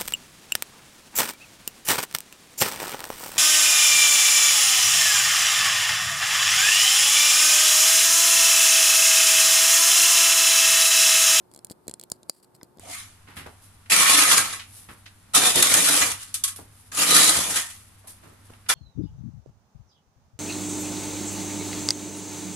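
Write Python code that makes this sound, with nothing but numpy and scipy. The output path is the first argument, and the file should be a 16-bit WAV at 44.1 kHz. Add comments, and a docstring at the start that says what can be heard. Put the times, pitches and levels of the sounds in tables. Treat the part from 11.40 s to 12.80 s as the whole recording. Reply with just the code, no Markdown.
"""Fingers work a stiff switch on a small hollow plastic toy, close by, over a faint fan-like hum.
A finger scrapes, and the switch sticks and slips in runs of dry ticks; each slip rings the shell
and jolts the held toy. A loose part knocks faintly. The switch snaps over twice, the second time
much louder. Light scrapes, two small knocks and a few last ticks follow in the quiet room."""
import sys
import numpy as np
from scipy import signal
from scipy.fft import rfft, irfft, next_fast_len
from scipy.io import wavfile
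from scipy.ndimage import uniform_filter1d, minimum_filter1d, map_coordinates

SR = 44100
rng = np.random.default_rng(int(sys.argv[2]) if len(sys.argv) > 2 else 0)


def persist_wave(psi):
    """Save psi, clipped to +-1, as 16-bit WAV."""
    counts = np.round(np.clip(psi, -1, 1) * 32767).astype(np.int16)
    wavfile.write(sys.argv[1], SR, np.atleast_2d(counts).T)


N = 61739
ATTACK_S, HOLLOW_DB = .00012, -36


def amp(db):
    return 10 ** (np.asarray(db) / 20)


def unit_rms(x):
    return x / np.sqrt(np.mean(x ** 2) + 1e-20)


def curve_at(points, hz):
    """Interpolate (freq_hz, value) points on a log frequency axis."""
    freqs, values = np.transpose(points)
    return np.interp(np.log(hz + 1), np.log(freqs + 1), values)


def filtered(x, response):
    """Zero-phase filter with gain response(hz)."""
    n = x.shape[-1]
    size = next_fast_len(n + 2048)
    return irfft(rfft(x, size) * response(np.fft.rfftfreq(size, 1 / SR)), size)[..., :n]


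def lowpass(x, edge_hz, steepness):
    return filtered(x, lambda hz: 1 / (1 + (hz / edge_hz) ** steepness))


def noise(spectrum, correlation, size):
    """Coloured stereo noise, rms 1, with a left-right correlation curve."""
    def response(hz):
        angle = np.arccos(np.clip(curve_at(correlation, hz), -1, 1)) / 2
        return amp(curve_at(spectrum, hz)) * [np.cos(angle), np.sin(angle)]
    mid, side = filtered(rng.standard_normal((2, size)), response)
    return unit_rms(np.array([mid + side, mid - side]))


def pan(left_over_right_db):
    return amp([[left_over_right_db / 2], [-left_over_right_db / 2]])


def add(track, start_s, sound):
    part = track[:, round(start_s * SR):][:, :sound.shape[-1]]
    part += sound[..., :part.shape[1]]


def ring(modes, t, detune=.008, scatter_db=1.5, stereo_rad=.25):
    """Damped stereo modes, struck a little differently each time."""
    hz, db, t60_s = np.transpose(modes)[:, :, None]
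    tuning, strength, start_phase, skew = rng.standard_normal((4, len(modes), 1))
    phase = 2 * np.pi * hz * (1 + detune * tuning) * t + start_phase
    decay = amp(db + scatter_db * strength - 60 * t / t60_s)
    return np.array([(decay * np.sin(phase + side * stereo_rad * skew)).sum(0) for side in (1, -1)])


# Room air spectrum: freq_hz, gain_db
AIR_SPECTRUM = [(24, -64), (40, 4.5), (354, -0.5), (663, -5.5), (918, -5.5), (1590, -15.5), (1900, -22.5),
                (3140, -27.5), (4340, -25), (6330, -29.5), (9450, -22.5), (14500, -27.5), (16000, -60)]
# Room air stereo image: freq_hz, correlation
AIR_CORRELATION = [(60, 0.7), (1000, 0.05), (12000, 0.063)]
# Hum lines: pitch_hz, level_db
HUM_LINES = [(121, -72.5), (301, -80.5), (360.7, -67), (893.6, -74.5)]


def background(air_db=-59.5, drift_per_s=6):
    """Room air and a slightly unsteady fan-like hum."""
    t = np.arange(N) / SR
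    hum = np.zeros(N)
    for hz, db in HUM_LINES:
        drift_rad = .5 * map_coordinates(rng.standard_normal(16), [t * drift_per_s])
        hum += amp(db) * np.sqrt(2) * np.sin(2 * np.pi * hz * t + drift_rad)
    return amp(air_db) * noise(AIR_SPECTRUM, AIR_CORRELATION, N) + hum


# Finger friction spectrum: freq_hz, gain_db
SCRAPE_SPECTRUM = [(160, 5), (700, -8), (2400, -18.5), (3700, -16.5), (4600, -2), (6100, -19), (8000, -5),
                   (12000, -10), (15500, -25)]
# Finger strokes: start_s, length_s, level_db
STROKES = [(0.108, 0.059, -65), (0.3, 0.034, -49.5), (0.419, 0.13, -73), (0.489, 0.017, -51),
           (0.717, 0.057, -59), (0.879, 0.14, -51.5), (1.0248, 0.031, -50.5), (1.143, 0.027, -52),
           (1.239, 0.014, -57)]


def scrapes(grains_per_s=1300, fade_db=11.5):
    """Dense tiny slips under a finger, coloured by the shell; each stroke eases off."""
    out, t = np.zeros((2, N)), np.arange(N) / SR
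    grains = (rng.random(N) < grains_per_s / SR) * np.exp(.4 * rng.standard_normal(N))
    stereo_grains = grains * (1 + .5 * rng.standard_normal((2, N)))
    hiss = .1 * rng.standard_normal((2, N))
    rub = filtered(stereo_grains + hiss, lambda hz: amp(curve_at(SCRAPE_SPECTRUM, hz)) * hz / (hz + 150))
    for start_s, length_s, level_db in STROKES:
        stroke = rub[:, (t >= start_s) & (t < start_s + length_s)]
        size = stroke.shape[1]
        easing = amp(-fade_db * np.linspace(0, 1, size)) * signal.windows.tukey(size, .35)
        add(out, start_s, amp(level_db) * unit_rms(stroke) * easing)
    return out


def add_jolt(track, click_s, level_db, hz, t, lead_s=.00062, rise_s=.001, t60_cycles=.96):
    """The whole toy kicks once, just ahead of a click, damped by the fingers."""
    swing = -np.sin(2 * np.pi * hz * t) * amp(-60 * t * hz / t60_cycles)
    swing *= 1 - np.exp(-t / rise_s)
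    add(track, click_s - lead_s, amp(level_db) * pan(9.5) * swing / np.abs(swing).max())


# Crack spectrum: freq_hz, gain_db
CRACK_SPECTRUM = [(500, 2), (1200, -13.5), (3500, -19.5), (4700, 0.5), (6100, -15), (7200, -7), (9500, -5),
                  (16000, -24)]


def crack(t, t60_s=.0095):
    """Short rough burst of plastic letting go."""
    return noise(CRACK_SPECTRUM, correlation=[(1000, .55)], size=len(t)) * amp(-60 * t / t60_s)


# Shell modes: pitch_hz, gain_db, t60_s
SHELL_MODES = [(2246, -22, 0.021), (3407, -9, 0.013), (4160, -15.5, 0.032), (7144, -1, 0.01),
               (8000, 5, 0.0047), (9080, 7, 0.0029), (10430, 2, 0.0046), (11890, 8.5, 0.0017),
               (13170, -6, 0.0031)]


def click(tooth_hz, low_db, top_db, t, tooth_db=-1.5, tooth_t60_s=.0093, crack_db=-2.5):
    """Tooth and shell ring over a crack; the contact point weights the low and top bands."""
    modes = SHELL_MODES + [(tooth_hz, tooth_db, tooth_t60_s)]
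    strike = unit_rms(ring(modes, t)) + amp(crack_db) * unit_rms(crack(t))
    strike *= 1 - np.exp(-t / ATTACK_S)
    low = lowpass(strike, edge_hz=6200, steepness=16)
    top = strike - lowpass(strike, edge_hz=10900, steepness=16)
    middle = strike - low - top
    bands = amp(low_db) * unit_rms(low) + unit_rms(middle) + amp(top_db) * pan(-5) * unit_rms(top)
    return bands * np.sqrt(.0025 / t[-1])  # middle band: energy of 2.5 ms at rms 1


# Cavity modes: pitch_hz, gain_db, t60_s
HOLLOW_MODES = [(504, -7, 0.0028), (693, -16, 0.008), (1350, 17, 0.0026)]


def hollow(t):
    """Air inside the toy, pushed by a jolt."""
    return -sum(amp(db - 60 * t / t60_s) * np.sin(2 * np.pi * hz * t) for hz, db, t60_s in HOLLOW_MODES)


# Switch slips: start_s, level_db, low_re_middle_db, top_re_middle_db, pan_db, jolt_db, tooth_hz
SLIPS = [(0.115, -57, 0.5, -9, -2, -46, 4660), (.138, -49, -4, -10, -1, -48, 4700),
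         (0.1476, -47.5, -5.5, -15, -6, -51.5, 4860), (0.1621, -44, -4, -18, -2, -41, 4180),
         (0.176, -51, -3, -13, 0, -45, 4140), (0.1905, -49.5, -0.5, -15, -3.5, -44, 5260),
         (0.2473, -34, -14.5, -8, -1, -42.5, 5000), (0.2689, -52, -2, -10, -3.5, -55, 4100),
         (.2993, -44.5, 0, -11, -1, -46, 4440), (0.3102, -51.5, -5.5, -8, -19, -29.5, 4540),
         (0.3152, -44, 0.5, -1, 6.5, -79, 4810), (0.3205, -49, -1.5, -19, -6, -42.5, 3980),
         (.47, -62.5, -3, -8, -14, -40.5, 4200), (0.48, -30, -14.5, -14, -2, -44, 4300),
         (0.4827, -45, 7, -3, -1, -31, 4220), (.496, -38.5, -5.5, -14, -1, -34, 4200),
         (.5124, -38, -6.5, -26, 3, -40, 4270), (0.5392, -32.5, -8.5, -22, -1, -43, 5170),
         (0.597, -40.5, -4, -8, -3.5, -54, 4060), (.613, -40.5, -5.5, -13, 1.5, -50, 4600),
         (0.6284, -61, 10, -12, -3, -47, 3700), (0.6371, -43, -2, -3, -2.5, -55.5, 4400),
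         (0.7004, -44, -5, -2.5, 2, -48, 4970), (0.7157, -46.5, -2.5, 5.5, -7, -50.5, 4650),
         (0.8313, -51.5, 1.5, -17, -1, -56.5, 4000), (1.2315, -44, -0.5, -8.5, -3, -35.5, 4800),
         (1.3725, -63, 1, -2, 0, -41, 4400), (1.3852, -66, 11.5, -18, -3, -42.5, 3680),
         (1.3963, -43, -9.5, -13, 2, -38, 4540)]


def slips(t, jolt_ref_hz=328, jolt_ref_db=-47.5, db_per_octave=34):
    """Stick-slip ticks: each jolts the toy, clicks and sounds the hollow. Bigger jolts swing slower."""
    out = np.zeros((2, N))
    for start_s, level_db, low_db, top_db, pan_db, jolt_db, tooth_hz in SLIPS:
        jolt_hz = jolt_ref_hz * 2 ** ((jolt_ref_db - jolt_db) / db_per_octave)
        add_jolt(out, start_s, jolt_db, jolt_hz, t)
        tick = pan(pan_db) * click(tooth_hz, low_db, top_db, t) + amp(HOLLOW_DB) * hollow(t)
        add(out, start_s, amp(level_db) * tick)
    return out


# Loose part modes: pitch_hz, gain_db, t60_s
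LOOSE_PART_MODES = [(977, 8, 0.021), (1536, 0.5, 0.04), (2050, 7.5, 0.014), (3620, 3, 0.01),
                    (5080, 1.5, 0.026)]
# Loose part hits: start_s, level_db
LOOSE_PART_HITS = [(.4965, -59.5), (1.2127, -51.5), (1.3965, -53.5)]


def knocks(t):
    """A loose part knocks and rings briefly."""
    out = np.zeros((2, N))
    for start_s, level_db in LOOSE_PART_HITS:
        add(out, start_s, amp(level_db) * ring(LOOSE_PART_MODES, t) * (1 - np.exp(-t / ATTACK_S)))
    return out


# Switch catch modes: pitch_hz, t60_s
CATCH_MODES = [(4750, 0.0058), (7150, 0.0045), (8400, .005), (9600, 0.0039), (12800, 0.0024)]
# Switch snaps: start_s, mode_levels_db, crack_db, jolt_db, jolt_hz, hollow_db
SWITCH_SNAPS = [(0.7183, (-17, -4.5, -13, -9.5, -16), -21, -32.5, 187, -81),
                (0.8964, (-2.5, 0.5, -24, 5.5, 4), -4, -21, 272, -32.5)]


def snaps(t, attack_s=.0003):
    """The switch snaps over: its catch rings and cracks, the toy jolts, the hollow sounds."""
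    out = np.zeros((2, N))
    for start_s, mode_levels_db, crack_db, jolt_db, jolt_hz, hollow_db in SWITCH_SNAPS:
        modes = [(hz, db, t60_s) for (hz, t60_s), db in zip(CATCH_MODES, mode_levels_db)]
        strike = ring(modes, t) + amp(crack_db) * crack(t)
        strike *= (1 - np.exp(-t / attack_s)) ** 2
        add_jolt(out, start_s, jolt_db, jolt_hz, t)
        add(out, start_s, strike + amp(hollow_db) * hollow(t))
    return out


# Room decay: freq_hz, t60_s
ROOM_DECAY = [(5000, 0.13), (15000, 0.067)]


def room(x, near_db=-24, near_t60_s=.03, tail_db=-30, delay_samples=88):
    """Quick reflections from hands and wall, then a faint tail."""
    hz, frame_s, spectra = signal.stft(rng.standard_normal((2, SR // 2)), SR, nperseg=256)
    spectra *= amp(-60 * frame_s / curve_at(ROOM_DECAY, hz)[:, None])
    tail = signal.istft(spectra, SR, nperseg=256)[1]
    t = np.arange(tail.shape[1]) / SR
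    near = rng.standard_normal(tail.shape) * amp(-60 * t / near_t60_s)
    impulse = amp(near_db) * near / np.linalg.norm(near[0])
    impulse += amp(tail_db) * tail / np.linalg.norm(tail[0])
    return signal.fftconvolve(x, np.pad(impulse, ((0, 0), (delay_samples, 0))), axes=1)[:, :N]


def scene():
    """Toy, room reflections and background."""
    strike_t = np.arange(2048) / SR
    toy = slips(strike_t) + snaps(strike_t) + knocks(strike_t) + scrapes()
    return toy + room(toy) + background()


def record(dry, low_cut_hz=109.5, limit_db=-9.5, recover_s=.087):
    """Bass cut, a limiter that ducks at the loudest snap and recovers, then a steep top cut."""
    x = signal.sosfilt(signal.butter(2, low_cut_hz, "high", fs=SR, output="sos"), dry)
    excess_nepers = np.maximum(np.log(np.abs(x).max(0) / amp(limit_db) + 1e-9), 0)
    release = np.exp(-np.arange(N) / SR / recover_s)
    duck_nepers = np.maximum.accumulate(excess_nepers / release) * release
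    gain = uniform_filter1d(minimum_filter1d(np.exp(-duck_nepers), size=65), size=65)
    return lowpass(x * gain, edge_hz=16700, steepness=120)


dry = scene()
out = record(dry)
persist_wave(out)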